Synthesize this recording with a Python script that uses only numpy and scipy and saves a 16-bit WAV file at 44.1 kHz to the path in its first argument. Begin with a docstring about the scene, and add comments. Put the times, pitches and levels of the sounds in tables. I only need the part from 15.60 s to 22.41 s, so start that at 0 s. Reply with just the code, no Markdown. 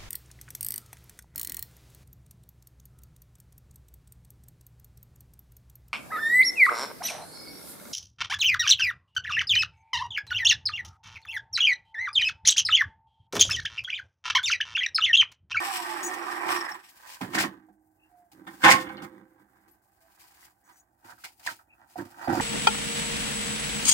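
"""A cordless angle grinder coasts down: chattering gears, a sinking whine and fan hiss, from grains and modes.
Early knocks ring the tool on its metal platform; then a tile is dragged, knocked and lifted, and heavy drops
set the rails singing. Set down further off, the tile is damped, and boards underfoot thud.
Scrapes and knocks are stick-slip grains driving ringing modes; loose metal rattles and brief whistles come between.
A phone in a doorway hears it all coloured by the frame, over a quiet garden of softly filtered noise."""
import sys
import numpy as np
from scipy import signal
from scipy.fft import rfft, irfft, next_fast_len
from scipy.io import wavfile
from scipy.ndimage import uniform_filter1d

SR = 44100
rng = np.random.default_rng(int(sys.argv[2]) if len(sys.argv) > 2 else 0)


def materialize(psi):
    """Save the field psi as 16-bit PCM at rate SR to the path in sys.argv[1].

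    A 1-D psi becomes a single channel; in a 2-D psi each row is a channel.
    """
    bounded = np.clip(np.atleast_2d(psi).T, -1, 1)
    quanta = np.round(bounded * 32767).astype(np.int16)
    wavfile.write(sys.argv[1], SR, quanta)


N = 300304
SIZE = next_fast_len(N + SR)  # padded so that filtered tails do not wrap round
HZ = np.maximum(np.arange(SIZE // 2 + 1) * SR / SIZE, 1)
T = np.arange(N) / SR

# The coasting grinder. Each row: time in seconds, gear rattle level in dB, housing hum relative to it in dB,
# fan hiss relative to it in dB.
COASTING = [(0, -36.5, -10, -1), (.1, -38.5, -10, 2.5), (.33, -40.5, -8.5, -1), (.43, -39, -1.5, -4),
            (.6, -39, -7, -6), (.878, -35, -7, -7), (.888, -30.5, -8.5, -5), (.925, -27, -8.5, -5.5),
            (1.0, -37.5, -5, -4), (1.08, -40, -12, -7.5), (1.155, -49.5, -13, -7), (1.17, -52.5, -4.5, -5),
            (1.22, -61, -6, 1), (1.3, -68, -26, 10)]
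# Modes of the grinder housing. Each row: frequency in Hz, width in Hz, level in dB.
HOUSING_MODES = [(825, 255, -3.5), (1164, 162, 1.5), (1352, 27, 7), (1406, 200, -3), (1840, 118, 2),
                 (2360, 200, -8)]
# Low modes of the housing hum, before a low-pass. Each row: frequency in Hz, width in Hz, level in dB.
HUM_MODES = [(345, 11.8, 32.5), (250.2, 17, -41.5), (155, 73, -25)]
# Modes of the fan hiss, before a gentle high-pass. Each row: frequency in Hz, width in Hz, level in dB.
FAN_MODES = [(2500, 700, 15.5), (5530, 600, 8), (7900, 1000, 5.5), (13200, 900, -5), (11200, 1200, -16)]
# Partials of the whine, before housing, flicker and fade. Each row: multiple of spindle speed, level in dB.
WHINE_PARTIALS = [(3, -13), (4, -13), (4.6, -20), (5.3, -21), (6.5, -17), (8, -21)]
THROB_PER_S, SPINDLE_HZ, SLOWING_PER_S = 21, 284.4, 0.88  # spindle speed at the start, then its exponential decay
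WHINE_FADE_DB_S, GEARS_WANDER_DB = 16, 1.2


def grinder():
    """Source and filter: slack gear teeth and a sinking spindle whine drive the housing; the fan hisses along."""
    on, (rattle_db, hum_db, fan_db) = columns(COASTING)
    swell = np.cos(2 * np.pi * THROB_PER_S * T + 5.1)
    depth_db = 0.11 + 1.5 * (on * T) ** 3  # the slower the disc, the more unevenly the teeth meet
    throb_db = depth_db * swell

    turn = 2 * np.pi * np.cumsum(SPINDLE_HZ * np.exp(-SLOWING_PER_S * T)) / SR
    whine = np.zeros(N)
    for multiple, db in WHINE_PARTIALS:
        level = undb(db + 4 * flicker(45))
        whine += level * np.sin(multiple * turn + .6 * flicker(60))
    whine *= undb(-WHINE_FADE_DB_S * T)

    teeth = grains(1200, 3.5, .6, .8) * undb(throb_db)
    rattle = wandering(teeth, HOUSING_MODES, GEARS_WANDER_DB)
    rattle = rattle + through(whine, resonances(HOUSING_MODES))

    drone = grains(600, 2.5, 1, .95) * undb(0.42 * throb_db)
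    hum = through(drone, resonances(HUM_MODES) / (1 + (HZ / 430) ** 6))

    air = grains(4800, 3.7, 0.62, 0.52) * undb(1.3 * throb_db + 2.12 * flicker(30))
    fan = through(air, resonances(FAN_MODES) * HZ / (HZ + 2500))
    return on * undb(rattle_db) * (rattle + undb(hum_db) * hum + undb(fan_db) * fan)


def handling():
    """Forced vibration: the same stick-slip grains ring the tool or tile and the deck; finer grit crunches on top."""
    slips = grains(800, 2.8, 0.51, 0.73)
    knock_force, spots = knocks(slips)
    body, platform, grit = scrapes() + knock_force
    return spots + body_ring(body, slips) + deck_ring(platform, slips) + rails() + grit_crunch(grit)


# Knocks that clatter on. Each row: time in seconds, peak force in dB, platform force relative to it in dB,
# grit force relative to it in dB, ring of the struck spot in Hz, level of that ring relative to the peak in dB.
KNOCK_EVENTS = [(0.429, -33, -4.5, 6.5, 1000, 8), (0.533, -28, -36, 3, 960, 9),
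                (0.881, -16, -18, -8, 905, 14), (1.033, -27, -14, -24, 1750, 3),
                (1.064, -42, -34, -17, 1900, 28), (1.086, -32.5, -27, 4, 1735, 26.5),
                (1.113, -27, -15, -15, 800, 16.5), (1.144, -29, -23, -20, 1050, 17),
                (1.284, -63, -25, 19.5, 1780, 26), (1.545, -51, -35, 10, 2420, 23),
                (1.608, -32, 2, -5.5, 864, 23.5), (1.743, -22, 3, 8, 1840, 12),
                (1.78, -16, -33, 5, 1720, 20), (2.085, -57, 13, -24.5, 752, 29.5),
                (2.715, -63, -10, 21, 793, 28), (2.867, -27, -8, -13.5, 890, 3),
                (2.935, -46, -11, 0, 1500, 19), (3.01, -41, -30, -39, 1490, 22),
                (3.02, -32, -30, -31, 1500, 22), (3.032, -7.5, -4, -23, 1470, 10),
                (3.041, -4, -10, -8, 1050, 18), (3.05, -13, -20, -18, 1690, 24),
                (3.056, -21, -24, -30, 2090, 27), (3.065, -16.5, -25, -14, 1470, 23),
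                (3.079, -7, -22, -24.5, 1040, 21.5), (3.089, -21.5, -19, -0.5, 1780, 31.5),
                (3.096, -15.5, -17, 9.5, 1570, 16.5), (3.113, -20, -15.5, 4, 2110, 34),
                (3.12, -16.5, -10.5, -5, 1468, 22), (3.131, -23, 2, -10.5, 1810, 24),
                (3.16, -34, -11.5, -4.5, 1780, 22), (3.178, -39, -6, -5, 820, 28),
                (3.2, -40, 1, -3, 1390, 6), (3.289, -32, -65, -35, 3000, 6),
                (3.293, -52, -21, -26, 4400, 16), (3.303, -44, -14, -28, 1630, 22),
                (3.371, -43.5, -27, -46, 4200, 15), (3.377, -41, 4, -28, 3000, 15),
                (3.418, -40.5, 5, 8.5, 930, 20), (3.516, -56, 0, -9.5, 1440, 13),
                (3.58, -52.5, 1, -10, 1900, 17), (3.533, -47.5, 13.5, -32, 930, 7),
                (3.605, -57.5, 12.5, -35, 1454, 15), (3.785, -55, 1.5, -27.5, 930, 16),
                (3.884, -62.5, 4, -21.5, 1400, 17), (3.955, -63.5, 1, -19.5, 890, 15.5),
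                (4.075, -62.5, 10, 5, 999, 12), (4.829, -61, -27.5, -12.5, 1945, 27.5),
                (5.088, -50.5, -11, 4.5, 1030, 20), (5.442, -42, -3, -7.5, 845, 14),
                (5.495, -54, -22, 1, 1360, 32), (5.522, -44.5, 2, -15, 1540, 23),
                (5.58, -56, -49.5, -3, 1410, 27.5), (5.638, -43.5, -25.5, 12.5, 1434, 29.5),
                (5.649, -47.5, -25.5, 18.5, 2200, 32), (5.793, -45.5, -34.5, 1, 880, 8),
                (5.863, -31, -28, 12, 1010, 23.5), (5.874, -31.5, -21.5, 8, 1770, 32.5),
                (5.887, -52, -36, -1, 1470, 49), (5.905, -54.5, 11, -8, 910, 17),
                (5.99, -46.5, -29.5, -13, 1380, 18.5), (6.206, -52, -16.5, -22, 864, 13),
                (6.357, -40.5, 4, -21, 728, 34), (6.396, -49, 10, -14.5, 1660, 34),
                (6.45, -50, 3, 9, 800, 12), (6.504, -56, -5, -7, 825, 27), (6.557, -63, 11, -10, 840, 4),
                (6.674, -16, 9, -43, 716, 18.5), (6.694, -35, -12, 9, 810, 35.5),
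                (6.726, -35, -5, -8, 740, 34.5), (6.748, -21.5, 2, -11, 760, 22),
                (6.799, -33.5, -10, -1, 1900, 29.5)]
RISE_S = 0.0057
# rattle after the first touch: level relative to the peak, steady time, decay time
CLATTER_DB, CLATTER_S, CLATTER_T60_S = -13, 0.007, 0.098
BLOW_DB = 14.5  # first touch, above the listed ring level
SPOT_Q, SPOT_FADE_DB_S = 5.2, 350  # sharpness of each of two filters; the spot dies sooner than the rattle


def knocks(slips):
    """Impact excitation: a rising, decaying force on body, platform and grit, and a ring of the struck spot."""
    force, spots = np.zeros((3, N)), np.zeros((2, N))
    for s, peak_db, platform_db, grit_db, hz, spot_db in KNOCK_EVENTS:
        span = slice(int(s * SR), int(s * SR) + SR // 4)
        age = T[span] - T[span][0]
        decay_db = CLATTER_DB - 60 * np.maximum(age - CLATTER_S, 0) / CLATTER_T60_S
        clatter = np.minimum(age / RISE_S, 1) * undb(decay_db)
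        force[:, span] += undb(peak_db) * clatter * undb([[0], [platform_db], [grit_db]])

        blow = undb(BLOW_DB) * (age == 0)  # the first touch is one clean tap
        rubbing = clatter * undb(-SPOT_FADE_DB_S * age) * slips[:, span]
        ring = signal.iirpeak(hz, SPOT_Q, SR)
        once = signal.lfilter(*ring, rubbing + blow)
        spots[:, span] += undb(peak_db + spot_db) * signal.lfilter(*ring, once)
    return force, spots


# Scrapes of tool, tile and feet. Each row: time of full strength in seconds, force in dB, swell in seconds,
# hold in seconds, fade in seconds, platform force relative in dB, grit force relative in dB.
SCRAPE_EVENTS = [(1.298, -74, 0.22, 0.087, 0.3, -13.5, 4.5), (1.469, -49.5, 0.19, 0.061, 0.15, -57, 0.5),
                 (1.613, -40, 0.0081, 0.025, 0.19, 6.5, -13.5),
                 (1.737, -33.5, 0.023, 0.11, 0.044, -2, -5.5), (1.883, -46, 0.12, 0.007, 0.16, 5, -51.5),
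                 (2.487, -76, 0.12, 0.025, 0.38, -4.5, -5.5),
                 (2.747, -64.5, 0.043, 0.17, 0.27, 10.5, -12.5),
                 (2.868, -57.5, 0.0086, 0.0052, 0.6, 1, -1.5), (3.053, -22, 0.038, 0.055, 0.13, -10, 0.5),
                 (3.158, -47, 0.066, 0.29, 0.1, 1, -41), (3.496, -65, 0.1, 0.11, 0.24, 8.5, -32.5),
                 (3.801, -65, 0.12, 0.0094, 0.13, 1, -18), (3.939, -71.5, 0.07, 0.14, 0.21, -4, -10),
                 (4.605, -65.5, 0.48, 0.27, 0.12, -21.5, 3.5), (5.089, -62, 0.1, 0.018, 0.2, -14.5, -3.5),
                 (5.501, -54, 0.11, 0.017, 0.031, -20.5, 1.5),
                 (5.665, -67.5, 0.16, 0.033, 0.059, -18, 15.5),
                 (5.866, -57.5, 0.077, 0.052, 0.081, -13.5, 14.5),
                 (6.226, -63.5, 0.27, .03, 0.16, -15, -19.5), (6.299, -79.5, 0.039, 0.024, 0.91, -22, 18),
                 (6.381, -43.5, 0.013, 0.0072, 0.11, 7, -8.5),
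                 (6.621, -42, 0.13, 0.04, 0.089, -12.5, -11.5), (6.702, -40.5, 0.018, 0.19, .1, 8.5, -3.5),
                 (6.808, -27, 0.037, .02, .1, -22, -13)]
SWELL_DB = 30  # drop over one swell or fade time
FIDGET_DB, FIDGET_PLATFORM_DB, FIDGET_GRIT_DB = -84.5, 4.5, -12.5  # hands and feet never quite still


def scrapes():
    """Friction envelopes: force on body, platform and grit swells, holds and fades exponentially."""
    force = undb(FIDGET_DB + np.array([[0], [FIDGET_PLATFORM_DB], [FIDGET_GRIT_DB]])) * np.ones(N)
    for s, db, swell, hold, fade, platform_db, grit_db in SCRAPE_EVENTS:
        away = np.maximum(s - T, 0) / swell + np.maximum(T - s - hold, 0) / fade
        force = force + undb(db - SWELL_DB * away) * undb([[0], [platform_db], [grit_db]])
    return force * undb(1.0 * flicker(25))  # rubbing catches and slips unevenly


# Modes of the tool lying on the deck. 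Each row: frequency in Hz, width in Hz, level in dB.
TOOL_MODES = [(554, 64, -9.5), (754, 89, -2), (1010, 160, -3), (1400, 120, 2), (1810, 130, -2),
              (2200, 300, -4.5), (3380, 1100, -16.5)]
# Modes of the tile held free. Each row: frequency in Hz, width in Hz, level in dB.
TILE_MODES = [(507, 31, -8), (690, 44, -9.5), (778, 31, 0), (843, 22, 2), (1044.5, 50, 2), (1087, 21, 5.5),
              (1250, 220, -7.5), (1490, 110, 5), (1660, 25, -3), (1808, 45, 2.5), (1900, 25, -4),
              (2090, 29, -0.5), (2250, 120, -4), (2602, 350, -10), (3545, 270, -12.5)]
# Damped modes of the tile set on the ground. Each row: frequency in Hz, width in Hz, level in dB.
GROUNDED_MODES = [(715, 115, 6.5), (925, 47, 14.5), (1380, 162, 10.5), (1910, 142, 2), (2340, 97, -3.5)]
# Colour of light rubbing under the hand, which hardly rings. Each row: frequency in Hz, density in dB per Hz.
RUBBED_COLOUR = [(300, -28), (550, -22), (800, -2), (1050, 1), (1250, -1.5), (1500, 2.5), (1850, -3.5),
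                 (2300, -13), (3200, -22.5), (6000, -32.5)]
PICKED_S, GROUNDED_S = 2, 5.3  # the tile is picked up, then set on the ground
LIGHT_DB, TILE_WANDER_DB = -49, 2.2  # force at which firm and light contact share equally


def body_ring(force, slips):
    """Modal response: grains ring the tool, then the tile; light contact hardly rings, and the ground damps."""
    shaken = force * slips
    free = T < GROUNDED_S
    firm = force / (force + undb(LIGHT_DB))
    held = free & (T > PICKED_S)
    tool = through((T < PICKED_S) * firm * shaken, resonances(TOOL_MODES))
    tile = wandering(held * firm * shaken, TILE_MODES, TILE_WANDER_DB)
    rubbed = through(free * (1 - firm) * shaken, unit(slope(RUBBED_COLOUR)))
    grounded = through(~free * shaken, resonances(GROUNDED_MODES))
    return tool + tile + rubbed + grounded


# Modes of the metal platform, before a bass cut. Each row: frequency in Hz, width in Hz, level in dB.
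PLATFORM_MODES = [(126, 180, 1), (205, 13, 7), (259, 51, 2), (325.5, 15, 8.5), (350.7, 14, 4.5),
                  (262, 310, -4)]
# Modes of the boards underfoot, before a bass cut. Each row: frequency in Hz, width in Hz, level in dB.
BOARD_MODES = [(106.8, 22, 5.5), (261, 79, 3), (346, 30, 5), (546, 69, -9.5)]


def deck_ring(force, slips):
    """Plate radiation: the platform, later the boards underfoot, ring with their deep bass weakened."""
    free = T < GROUNDED_S
    heavy = force * slips.mean(axis=0)
    thin = 1j * HZ / (1j * HZ + 140)  # a thin deck radiates little deep bass
    platform = through(free * heavy, resonances(PLATFORM_MODES) * thin ** 2)
    return platform + through(~free * heavy, resonances(BOARD_MODES) * thin)


# Platform rails singing after heavy drops. Each row: start in seconds, frequency in Hz, starting level in dB
# before flicker, decay time T60 in seconds.
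RAIL_TONES = [(1.85, 313.6, -55.5, 1.7), (3.15, 518.7, -43.5, 1)]


def rails():
    """Free decay: each lightly damped rail sings one sine that dies exponentially."""
    sound = np.zeros(N)
    for s, hz, db, t60 in RAIL_TONES:
        age = np.maximum(T - s, 0)  # the sine is silent while age is zero
        level = undb(db - 60 * age / t60 + 2.6 * flicker(35))
        sound += level * np.sin(2 * np.pi * hz * age)
    return sound


# Colour of crunching grit, before its split into coarse and fine. Each row: frequency in Hz, density in dB per Hz.
GRIT_COLOUR = [(1400, -25), (2400, -8.5), (3500, -16), (4800, -11), (6000, -14.5), (7700, -11),
               (10500, -11.5), (16000, -10.5)]


def grit_crunch(force):
    """Granular fracture: heavy contact crushes coarser grit, so the finest crunch grows more slowly."""
    crunch = grains(2500, 3, .8, .5) * undb(3.3 * flicker(50))
    fine = 1 / (1 + (7000 / HZ) ** 4)
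    colour = unit(slope(GRIT_COLOUR))
    coarse = through(force * crunch, colour * (1 - fine))
    return coarse + through(undb(-35.5) * force ** 0.5 * crunch, colour * fine)


# Bursts of loose metal parts rattling. Each row: start in seconds, length in seconds, level in dB.
JINGLE_EVENTS = [(.428, .06, -38.5), (.535, .012, -46), (5.04, .05, -74), (5.12, .09, -70)]
# Modes of those small parts. Each row: frequency in Hz, width in Hz, level in dB.
JINGLE_MODES = [(5960, 45, 0), (6740, 45, 1), (7920, 60, -6), (8700, 50, -5), (13800, 80, -20),
                (15570, 45, -6)]


def jingles():
    """Modal response: gated grains shake thin metal parts into their high, narrow modes."""
    shaken = sum(undb(db) * ((T > s) & (T < s + length)) for s, length, db in JINGLE_EVENTS)
    return through(shaken * grains(190, 0.89, 1.0, 1.0), resonances(JINGLE_MODES))


# Short whistles and squeaks. 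Each row: start in seconds, length in seconds, starting frequency in Hz,
# glide reached at the end in Hz, level in dB, flicker share from 0 to 1.
WHISTLE_EVENTS = [(0.622, 0.011, 5650, -5, -40.5, 0.9), (0.951, 0.049, 5500, -6, -41, 1),
                  (1.002, 0.018, 5490, 8, -35.5, 0.6), (1.048, 0.028, 5260, 30, -38, 0.6),
                  (1.109, 0.02, 5430, 6, -41.5, 0.7), (1.135, 0.012, 7900, -8, -43, 0.8),
                  (2.37, 0.125, 2660, 121, -66, 0.8), (2.477, 0.23, 718, -38, -58.5, 0.08),
                  (4.083, 0.075, 11860, -2, -61.5, 0.6), (4.395, 0.11, 663, -4.5, -64.5, 0.05),
                  (6.08, 0.08, 2537, -14.5, -59, 1), (6.624, 0.064, 4660, -20, -52.5, 0)]


def whistles():
    """Amplitude and phase modulation: each brief gliding sine flickers in level and pitch."""
    waver, drift = flicker(150), flicker(90)
    sound = np.zeros(N)
    for s, length, hz, glide, db, share in WHISTLE_EVENTS:
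        part = np.clip((T - s) / length, 0, 1)
        turn = 2 * np.pi * length * (hz * part + glide * part ** 4 / 4)
        envelope = undb(db) * np.sin(np.pi * part) ** 1.4
        uneven = 1 - share + share * waver
        sound += envelope * uneven * np.sin(turn + 2.8 * share * drift)
    return sound


# Colour of the quiet garden. Each row: frequency in Hz, relative density in dB per Hz.
GARDEN_COLOUR = [(20, -44.5), (50, -1), (100, -5.5), (200, -15), (330, -12.5), (490, -22.5), (640, -10),
                 (800, -4.5), (1150, -27.5), (1600, -29.5), (2800, -53.5), (8000, -32.5), (15800, -39)]
GARDEN_DB = -76.5  # before the doorway


def garden():
    """Filtered noise: a steady ambience whose level drifts slowly and slightly."""
    noise = through(grains(890, 1.3, 1.1, .9), unit(slope(GARDEN_COLOUR)))
    return undb(GARDEN_DB + 0.66 * flicker(1.6)) * noise


# Balance of the two ports. 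Each row: frequency in Hz, left minus right in dB.
PORT_BALANCE = [(60, -3.5), (110, -2.5), (200, -5.5), (380, -9.5), (700, -8.5), (1290, -12), (2380, -2.5),
                (4400, 2), (8120, 2.5), (15000, 6.5)]
DOORWAY_T60_S, DOORWAY_DB = .1, -8  # echo decay, and echo level relative to direct sound
BASS_WASH = .3  # gain of the echoes alike at both ports


def doorway():
    """Early reverberation: direct sound and a short wash of echoes, alike at the two ports only in the bass."""
    age = np.arange(SR // 3) / SR
    echoes = rng.standard_normal((3, len(age))) * undb(-60 * age / DOORWAY_T60_S) * (age > .002)
    wash = rfft(echoes / np.sqrt(np.sum(echoes[0] ** 2)), SIZE) * undb(DOORWAY_DB)
    middle = 1 / (1 + (800 / HZ) ** 4) / (1 + (HZ / 2000) ** 4)
    # the left port gets the sound a little earlier; the right gets the middle range by an inverted detour
    left = np.exp(2j * np.pi * HZ * 0.00014)
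    right = 1 - middle - middle * np.exp(-2j * np.pi * HZ * 0.00073)
    alike = 1 / (1 + (HZ / 600) ** 4)
    ports = np.array([left, right]) * (1 + BASS_WASH * alike * wash[0])
    ports = ports + np.sqrt(1 - alike ** 2) * wash[1:]
    tilt = np.sqrt(slope(PORT_BALANCE))  # half the difference in dB to each port
    return ports * np.array([tilt, 1 / tilt]) / np.sqrt(1 + undb(2 * DOORWAY_DB)) * undb(3.5)


def undb(db):
    """Logarithmic level: decibels to gain."""
    return 10 ** (np.asarray(db) / 20)


def unit(response):
    """Power normalisation: scales a response so that white noise keeps its level."""
    return response / np.sqrt(np.mean(np.abs(response) ** 2))


def mode(hz, width, db):
    """Simple resonance: the frequency response of one ringing mode."""
    return undb(db) / (1 + 1j * (HZ - hz ** 2 / HZ) / width)


def signed_modes(table):
    """Alternating polarity: ringing modes with neighbours in opposite sign."""
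    return [(-1) ** k * mode(*row) for k, row in enumerate(table)]


def resonances(table):
    """Modal superposition: the normalised sum of ringing modes."""
    return unit(sum(signed_modes(table)))


def wandering(x, table, depth_db, count=5):
    """Position-dependent coupling: the contact moves, so each family of modes is driven now harder, now softer."""
    modes = signed_modes(table)
    heard = 0
    for k in range(count):
        drive = x * undb(depth_db * flicker(12))
        heard = heard + sum(modes[k::count]) * rfft(drive, SIZE)
    return irfft(heard, SIZE)[..., :N] / np.sqrt(np.mean(np.abs(sum(modes)) ** 2))


def slope(table):
    """Spectral shaping: gain along points in Hz and dB, straight on a logarithmic frequency axis."""
    hz, db = np.transpose(table)
    return undb(np.interp(np.log(HZ), np.log(hz), db))


def through(x, response):
    """Linear filtering: multiplies the spectrum of a sound by a response."""
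    return irfft(rfft(x, SIZE) * response, SIZE)[..., :N]


def columns(table):
    """Linear interpolation: curve rows to one value per sample, with a smoothed gate over the table's span."""
    s, *rest = np.transpose(table)
    inside = uniform_filter1d(1. * ((T >= s[0]) & (T <= s[-1])), 2000, mode="nearest")
    return inside, [np.interp(T, s, c) for c in rest]


def grains(rate, spread_db, smooth, shared):
    """Shot noise: random clicks of unequal size over smooth noise, rms 1, partly shared by the two ports."""
    size_db = spread_db * np.minimum(rng.exponential(size=N), 4)
    size = (rng.random(N) < rate / SR) * undb(size_db)
    clicks = size / size.std() * np.sign(rng.standard_normal((3, N)))
    x = clicks + smooth * rng.standard_normal((3, N))
    x = shared * x[0] + np.sqrt(1 - shared ** 2) * x[1:]
    return x / x.std()


def flicker(rate):
    """Low-passed randomness: smooth chance with spread 1, averaged twice over 1 / rate seconds."""
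    width = int(SR / rate)
    x = uniform_filter1d(uniform_filter1d(rng.standard_normal(N), width), width)
    return x / x.std()


def scene():
    """Superposition: every source adds and sounds through the doorway."""
    sources = grinder() + handling() + jingles() + whistles() + garden()
    return through(sources, doorway())


def record(dry):
    """Saturation and band-limiting: the phone rounds the loudest peaks, drops the deepest bass and cuts the top."""
    rounded = np.tanh(.9 * dry) / .9
    thin = signal.sosfilt(signal.butter(2, 40, "high", fs=SR, output="sos"), rounded)
    return signal.sosfilt(signal.ellip(10, .2, 60, 15850, fs=SR, output="sos"), thin)


dry = scene()
out = record(dry)
materialize(out)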